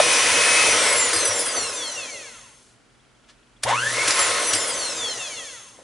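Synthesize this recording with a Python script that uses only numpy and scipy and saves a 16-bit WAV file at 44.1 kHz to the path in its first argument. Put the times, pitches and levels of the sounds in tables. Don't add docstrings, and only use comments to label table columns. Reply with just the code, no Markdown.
import sys
import numpy as np
from scipy import signal
from scipy.fft import rfft, irfft, next_fast_len
from scipy.io import wavfile
from scipy.ndimage import uniform_filter1d

SR = 44100
rng = np.random.default_rng(int(sys.argv[2]) if len(sys.argv) > 2 else 0)


def unload_audio(sound):
    columns = np.transpose(np.atleast_2d(sound))
    steps = np.round(np.clip(columns, -1, 1) * 32767)
    wavfile.write(sys.argv[1], SR, steps.astype(np.int16))


def ratio(d):
    e = np.asarray(d, float) / 20
    return 10 ** e


N = 257226

# frequency in Hz, density in dB per Hz.
ROOM_SPECTRUM = [(12, -61), (20, -39), (43, 5.5), (86, -10.5), (129, 0), (151, -9.5), (243, -2.5),
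                 (473, -8.5), (3130, -15), (3380, -22), (3760, -18), (10300, -24), (11500, -31),
                 (15000, -76), (22000, -120)]
# frequency in Hz, bandwidth in Hz, level in dB.
ROOM_TONES = [(120.3, 8, -72.5), (238.4, 5.2, -77), (1395, 90, -77)]
# time in s, rms level in dB, t60 in s, low edge in Hz, high edge in Hz.
SNAPS = [
    (0.667, -30.5, 0.018, 1500, 11000),
    (3.629, -44, .05, 500, 8960),
    (3.637, -16, 0.037, 900, 13700),
    (3.639, -43.5, 0.025, 900, 11100),
    (4.083, -17, .1, 1200, 11100),
    (4.109, -19, 0.035, 3500, 7700),
    (4.194, -15.5, .034, 3000, 11200),
    (4.536, -19.5, 0.075, 400, 11000),
    (4.54, -24.5, .07, 1500, 9250),
    (5.791, -49.5, .11, 60, 700),
]
# time in s, rms level in dB, t60 in s, low edge in Hz, high edge in Hz.
RUBS = [
    (3.25, -67, .12, 700, 5000),
    (3.303, -49.5, 0.083, 900, 5900),
    (3.704, -28.5, 0.13, 1500, 9400),
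]
# time in s, level in dB, frequency in Hz, t60 in s.
THUMPS = [
    (.68, -38, 69, 0.19),
    (1.161, -38, 93, 0.3),
    (1.289, -34.5, 104, .2),
    (3.645, -41, 60, 0.24),
    (4.201, -48.5, 70, 0.52),
    (4.53, -38, 102.5, 0.45),
    (4.538, -24.5, 296, 0.084),
    (4.079, -20, 318, 0.047),
]
# frequency in Hz, level in dB, t60 in s.
BEATER_MODES = [(4942, -5, .2), (5950, -8, .2), (8400, .1, .1), (8620, -6, .06), (9985, -1, .2),
                (10550, -7, .12)]
# time in s, level in dB.
CLINKS = [
    (.395, -37),
    (0.926, -21),
    (1.132, -20),
    (1.162, -21),
    (1.254, -20),
    (1.392, -24),
    (4.075, -33),
    (4.105, -26),
    (4.531, -37),
    (4.55, -24),
]
# switched on in s, switched off in s, initial braking in turns per s^2.
SWITCH = [
    (-1.5997, .6605, 160.8),
    (3.6209, 4.19, 148.4),
]
BRAKE_EASES = 16.34, 1.177
# frequency in Hz, bandwidth in Hz, level in dB.
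FRAME = [(584, 230, -9), (930, 230, -1), (1500, 170, -3), (1720, 230, -3), (2157, 76, 1.5), (2790, 320, 2)]
# frequency in Hz, density in dB per Hz.
BUFFET_SPECTRUM = [(12, -60), (20, -35), (59, -10), (97, 1), (112, 2.5), (144, -3.5), (220, -4), (290, -26),
                   (480, -120)]
# frequency in Hz, density in dB per Hz.
HISS_SPECTRUM = [(1470, -34.5), (2500, -23), (2900, -1), (5380, 1.5), (5840, 3.5), (6310, -0.5),
                 (9320, -1.5), (10900, -1.5), (11300, -56), (11500, -41), (15000, -72), (22000, -120)]
# frequency in Hz, bandwidth in Hz, level in dB.
SCRAPE = [(6380, 810, -39), (7450, 750, -44.5), (5470, 690, -45.5), (3380, 2700, -46), (4640, 1000, -52),
          (8220, 900, -49), (9120, 3600, -43.5)]
# frequency in Hz, bandwidth in Hz, level in dB.
RUMBLE = [(237.5, 67, -11.5), (331.8, 24, -1.5), (400, 52, -6), (475.7, 27, 6), (580.5, 66, 4),
          (700, 183, -4)]
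# frequency in Hz, bandwidth in Hz, level in dB.
RATTLE = [(900, 143, -6), (1072, 78, -0.5), (1278, 58, -0.5), (1492, 108, -2.5), (1669, 73, -3),
          (1923, 180, -3.5), (2165, 78, -5), (2637, 217, -0.5), (2696, 610, -2.5), (3500, 1080, -8),
          (4180, 1200, -20)]
# level in dB at 100 turns per s, gain in dB per doubling of speed,
# stall speed in turns per s, loss in dB under full pull.
RUMBLE_LAW = (-39, 8, 39.5, 11)
RATTLE_LAW = (-37.5, 11, 1.5, 15)
# time in s, half length in s, rumble gain in dB, rattle gain in dB.
SHAKES = [
    (.0, 0.005, 26, 6),
    (0.075, 0.015, 3, -2),
    (0.69, 0.021, 2, -6),
    (0.823, 0.037, 3, 0.5),
    (1.577, 0.017, 5, 3),
    (2.165, 0.03, 5, -5.5),
    (3.682, 0.062, 20, 33.5),
    (4.035, 0.15, 1.5, 5.5),
    (4.563, 0.0093, 3, 3),
    (5.81, 0.027, 25, 9.5),
]
ORDERS_DB = {10: (-48, 13.5), 24: (-49, 9), 36: (-40, 8.5), 40: (-61, 16), 48: (-41.5, 10.5),
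             60: (-43.5, 13), 72: (-41, 15.5), 84: (-46, 13), 96: (-47, 11), 108: (-48, 11), 120: (-48, 12),
             132: (-51, 12), 144: (-53, 12), 156: (-50, 12), 168: (-51, 12), 180: (-54, 12), 192: (-58, 12)}
# frequency in Hz, bandwidth in Hz, level in dB before and after the shell turns.
SHELL = [(1090, 70, -6.0, -4.8), (1350, 120, -9.8, -9.2), (1650, 70, -10.5, -5.5), (1980, 140, -14.2, -0.3),
         (2150, 90, 0.7, -25.0), (2350, 160, -4.0, -3.4), (2540, 70, 1.7, -25.0), (2760, 180, 5.2, 3.9),
         (3160, 70, -7.0, -8.0), (3360, 200, -1.4, 3.5), (3550, 600, -5.0, -2.5), (4190, 140, 2.6, 2.2),
         (4350, 200, 2.6, -1.3), (4890, 240, -6.0, -1.0), (5330, 230, -0.7, -0.1), (5730, 180, 3.9, -1.3),
         (5970, 130, 6.0, -14.9), (6240, 470, -12.1, -6.1), (7050, 600, -25.0, -1.5),
         (7270, 270, 5.5, -25.0), (7860, 150, -3.1, -25.0), (8300, 600, -0.5, -9.8), (9000, 70, -0.5, -9.8),
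         (9190, 110, 0.7, -4.6), (9460, 110, -1.2, -15.9), (9850, 320, 4.4, -3.1), (10510, 70, -3.9, -25.0),
         (11340, 330, 6.0, -25.0)]
# frequency in Hz, bandwidth in Hz.
GAPS = [(1550, 120), (2400, 100), (2900, 150), (3800, 220), (4680, 150), (5100, 200), (5510, 120),
        (6480, 350), (7680, 200), (8600, 150), (9660, 150), (10250, 200)]

FLOOR_DB = -48.5
CRICKET_HZ, CRICKET_PER_S, CRICKET_DB = 3360, 21, -73
ROOM_T60_S, ROOM_DB, LEFT_DB = .2, -8.5, .5
SNAP_RISE, RUB_RISE = 0.058, 0.15
FREE_SPEED, QUICK_SHARE, QUICK_S, SLOW_S = 275.1, .7413, .2246, 1.62
PULL_DB, NO_PULL_SPEED, PULL_POWER, INRUSH_S = -22, 281, 0.99, 0.03
HUM_HZ, HUM_DB, HUM_RIPPLE, HUM_OFF_S = 120, 1, 0.51, 4.11
TURN_S, TURN_LENGTH_S = 4.75, .6
BUFFET_DB = -50.5
HISS_DB, HISS_SLOPE_DB, HISS_HUSH_DB = -41, 14, 1.5
RASP_HZ, RASP_WIDTH_HZ = 2144, 970
RASP_DB, RASP_SLOPE_DB = -25, 21.5
STANDS_SPEED = 7.5
STALL_POWER = 2.2
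UNEVEN_DB, UNEVEN_SPREAD_DB, UNEVEN_SLOPE_DB = -60, 2.5, 10
WOBBLE_DB, WOBBLE_PER_S = 2.2, 24
COAST_SING_DB, TURNED_SING_DB, SING_RISE_S, SING_FADE_SPEED = 3.5, 5.5, .09, 27
SPARK_HUSH_DB = 9
AWAY_DB = -3.5
CUTOFF_HZ, ONSET_DB = 11050, 25


def rms_one(x):
    return x / np.sqrt(np.mean(x ** 2) + 1e-20)


def drift(rate):
    knots = rng.standard_normal(600)
    return np.interp(np.arange(N) / SR * rate, np.arange(600), knots)


def resonate(x, hz, width_hz):
    r = np.exp(-np.pi * abs(width_hz) / SR)
    poles = [1, -2 * r * np.cos(2 * np.pi * hz / SR), r * r]
    return signal.lfilter(np.array([1, 0, -1]) * (1 - r * r) / 2, poles, x)


def ring(clicks, hz, t60):
    r = ratio(-60 / (t60 * SR))
    w = 2 * np.pi * hz / SR
    return signal.lfilter([0, np.sin(w)], [1, -2 * r * np.cos(w), r * r], clicks + 1e-18)


def coloured(spectrum, channels):
    size = next_fast_len(N)
    hz, db = np.transpose(spectrum)
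    bins_hz = np.arange(size // 2 + 1) * SR / size
    shape = ratio(np.interp(np.log(bins_hz + 1), np.log(hz), db, left=-90, right=-90))
    white = rng.standard_normal((channels, size))
    return rms_one(irfft(rfft(white) * shape, size)[:, :N])


def background():
    shared, left, right = coloured(ROOM_SPECTRUM, channels=3)
    chirp_phase = 2 * np.pi * np.cumsum(CRICKET_PER_S * (1 + 0.062 * drift(7.2))) / SR
    throb = np.maximum(np.sin(chirp_phase), 0) ** 2
    cricket = ratio(CRICKET_DB) * rms_one(resonate(rng.standard_normal(N), CRICKET_HZ, 90) * throb)
    tones = sum(ratio(db) * rms_one(resonate(shared, hz, w)) for hz, w, db in ROOM_TONES)
    air = ratio(FLOOR_DB) * (0.25 * shared + 0.23 * np.array([left, right]))
    return air + cricket + tones


def room(x):
    t = np.arange(round(.4 * SR)) / SR
    echoes = rng.standard_normal((2, len(t))) * ratio(-60 * t / ROOM_T60_S) * (t > .0015)
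    echoes = echoes / np.sqrt(np.sum(echoes ** 2, axis=1, keepdims=True))
    thin = signal.sosfilt(signal.butter(1, 150, "high", fs=SR, output="sos"), x)
    return signal.fftconvolve(thin[None], echoes, axes=1)[:, :N]


def handling():
    out, t, white = np.zeros(N), np.arange(N) / SR, rng.standard_normal(N)
    bursts = [(SNAP_RISE, *row) for row in SNAPS] + [(RUB_RISE, *row) for row in RUBS]
    for rise, s, db, t60, low_hz, high_hz in bursts:
        near = slice(round((s - .1) * SR), round((s + .3) * SR))
        band = signal.butter(2, [low_hz, high_hz], "band", fs=SR, output="sos")
        burst = rms_one(signal.sosfilt(band, white[near]))
        age = t[near] - s
        swell = np.exp(-.5 * (age / (rise * t60)) ** 2)
        out[near] += ratio(db) * burst * np.where(age < 0, swell, ratio(-60 * age / t60))
    for s, db, hz, t60 in THUMPS:
        age = np.maximum(t - s, 0)
        soft_start = np.tanh(age / 0.0044)
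        out += ratio(db - 60 * age / t60) * np.sin(2 * np.pi * hz * age) * soft_start
    return out


def beaters():
    at = [round(s * SR) for s, db in CLINKS]
    out = np.zeros(N)
    spread_db = rng.normal(0, 2.5, (len(at), len(BEATER_MODES)))
    for k, (hz, level_db, t60) in enumerate(BEATER_MODES):
        clicks = np.zeros(N)
        clicks[at] = ratio(np.array(CLINKS)[:, 1] + level_db + spread_db[:, k])
        out += ring(clicks, hz, t60)
    return out


def rotor():
    t, speed, on = np.arange(N) / SR, np.zeros(N), np.zeros(N, bool)
    for on_s, off_s, brake in SWITCH:
        run = np.clip(t, on_s, off_s) - on_s
        coast = np.maximum(t - off_s, 0)
        climb = 1 - QUICK_SHARE * np.exp(-run / QUICK_S) - (1 - QUICK_SHARE) * np.exp(-run / SLOW_S)
        lost = coast * (brake - coast * (BRAKE_EASES[0] + coast * BRAKE_EASES[1]))
        speed = np.where(t > on_s, np.maximum(FREE_SPEED * climb - lost, 0), speed)
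        on = on | ((t > on_s) & (t < off_s))
    return speed, on


def load(speed, on):
    first_spell = np.arange(N) < SWITCH[0][1] * SR
    age = np.maximum(np.arange(N) / SR - SWITCH[1][0], 0) + first_spell
    inrush = np.tanh((age / INRUSH_S) ** 4)
    return on * inrush * np.clip(1 - speed / NO_PULL_SPEED, 1e-4, 1) ** PULL_POWER


def windings(speed, share):
    turn = 2 * np.pi * np.cumsum(speed) / SR
    pull = ratio(PULL_DB) * share * (np.arange(N) < HUM_OFF_S * SR)
    mains = 2 * np.pi * HUM_HZ * np.arange(N) / SR
    slots = np.sin(12 * turn) + 0.33 * np.sin(24 * turn)
    slots += 0.26 * np.sin(11 * turn) + 0.13 * np.sin(13 * turn)
    source = 2.5 * pull * (1 + HUM_RIPPLE * np.sin(mains)) * slots * ratio(2.5 * drift(90))
    hum = ratio(HUM_DB - 10) * pull ** 1.11 * (pull > ratio(-70)) * (np.sin(mains) + 0.26 * np.sin(2 * mains))
    return hum + sum((-1) ** k * ratio(db) * resonate(source, hz, w) for k, (hz, w, db) in enumerate(FRAME))


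def turned():
    return np.clip((np.arange(N) / SR - TURN_S) / TURN_LENGTH_S + .5, 0, 1)


def buffet(speed):
    return ratio(BUFFET_DB + 3.6 * drift(23)) * (speed / 250) ** 1.1 * coloured(BUFFET_SPECTRUM, channels=1)[0]


def fan_hiss(speed, share):
    level_db = HISS_DB + HISS_SLOPE_DB * np.log2(np.maximum(speed, .1) / 100)
    return ratio(level_db - HISS_HUSH_DB * share + 0.23 * drift(13)) * coloured(HISS_SPECTRUM, channels=1)[0]


def vents(speed):
    band = resonate(rng.standard_normal(N), RASP_HZ, RASP_WIDTH_HZ)
    band = resonate(band, RASP_HZ, RASP_WIDTH_HZ)
    level_db = RASP_DB + RASP_SLOPE_DB * np.log2(np.maximum(speed, 1) / 250)
    return rms_one(band) * ratio(level_db + 1.0 * drift(18))


def scrape(speed):
    white = rng.standard_normal(N)
    rub = sum(ratio(db) * rms_one(resonate(resonate(white, hz, w), hz, w)) for hz, w, db in SCRAPE)
    rub = rub * ratio(3.7 * turned()) * np.tanh(speed / 45) ** 2.88
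    dry_rub = ratio(-57.5) * rms_one(resonate(white, 4900, 9000)) * np.tanh(speed / STANDS_SPEED)
    return rub + dry_rub


def gear(modes, speed, grain_db, flicker_db):
    strikes = rng.random(N) < 40 * (speed + 30) / SR
    knocks = strikes * ratio(grain_db * np.minimum(rng.exponential(1, N), 4))
    knocks = knocks * rng.choice([-1, 1], N) / np.sqrt(speed + 30)
    lumps = drift(45)
    return rms_one(sum((-1) ** k * resonate(knocks, hz, w) * ratio(db + flicker_db * (lumps + drift(14)))
                       for k, (hz, w, db) in enumerate(modes)))


def gear_gain(law, speed, share, axis):
    level_db, slope_db, stall, hush_db = law
    t = np.arange(N) / SR
    shaken_db = sum(row[axis] * np.exp(-.5 * ((t - row[0]) / row[1]) ** 2) for row in SHAKES)
    steady_db = level_db + slope_db * np.log2(np.maximum(speed, 1) / 100) - hush_db * share
    return ratio(steady_db + shaken_db) * np.tanh(speed / stall) ** STALL_POWER


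def singing(speed, on):
    coasting = uniform_filter1d(1. - on, round(SING_RISE_S * SR))
    gain_db = COAST_SING_DB * coasting + TURNED_SING_DB * turned() - SPARK_HUSH_DB * load(speed, on)
    gain_db += AWAY_DB * (np.arange(N) > SWITCH[1][0] * SR)
    return ratio(gain_db) * np.tanh(speed / SING_FADE_SPEED)


def whine(speed, on):
    step = np.exp(2j * np.pi * np.cumsum(speed) / SR)
    octaves = np.log2(np.maximum(speed, 1) / 100)
    chance = rng.random((193, 2))
    strong, weak, order = np.zeros(N), np.zeros(N), np.ones(N)
    for k in range(1, 193):
        order = order * step
        if k > 110 and k not in ORDERS_DB:
            continue
        line = (order * np.exp(2j * np.pi * chance[k, 1])).real * (k * speed < 11500)
        if k in ORDERS_DB:
            level_db, slope_db = ORDERS_DB[k]
            strong += ratio(level_db + slope_db * octaves + WOBBLE_DB * drift(WOBBLE_PER_S)) * line
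        else:
            weak += ratio(UNEVEN_DB + UNEVEN_SPREAD_DB * (4 * chance[k, 0] - 2)) * line
    source = strong * singing(speed, on) + weak * ratio(UNEVEN_SLOPE_DB * octaves)
    source = np.sqrt(2) * source * (speed > 5)
    for hz, width_hz in GAPS:
        source = source - .85 * resonate(source, hz, width_hz)
    turn = turned()
    return sum(resonate(source, hz, w) * (ratio(a_db) + turn * (ratio(b_db) - ratio(a_db)))
               for hz, w, a_db, b_db in SHELL)


def scene():
    room_tone = background()
    speed, on = rotor()
    share = load(speed, on)
    mixer = handling() + beaters() + windings(speed, share)
    mixer += buffet(speed) + fan_hiss(speed, share) + vents(speed) + scrape(speed)
    mixer += gear_gain(RUMBLE_LAW, speed, share, axis=2) * gear(RUMBLE, speed, grain_db=-0.5, flicker_db=1.5)
    mixer += gear_gain(RATTLE_LAW, speed, share, axis=3) * gear(RATTLE, speed, grain_db=2.5, flicker_db=0.84)
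    mixer += whine(speed, on)
    return mixer * ratio([[LEFT_DB], [-LEFT_DB]]) + ratio(ROOM_DB) * room(mixer) + room_tone


def band_limit(x):
    return signal.sosfilt(signal.butter(12, 11950, fs=SR, output="sos"), x)


def record(dry):
    size = next_fast_len(N + 4096)
    kept = np.clip((CUTOFF_HZ - np.arange(size // 2 + 1) * SR / size) / 150 + .5, 0, 1)
    low = irfft(rfft(dry, size) * kept, size)[:, :N]
    level = uniform_filter1d(np.mean(dry ** 2, axis=0), 256) + 1e-12
    onset = level > np.roll(level, 600) * ratio(ONSET_DB) ** 2
    mix = low + .15 * (dry - low) * uniform_filter1d(1. * onset, 200)
    return band_limit(mix)


dry = scene()
out = record(dry)
unload_audio(out)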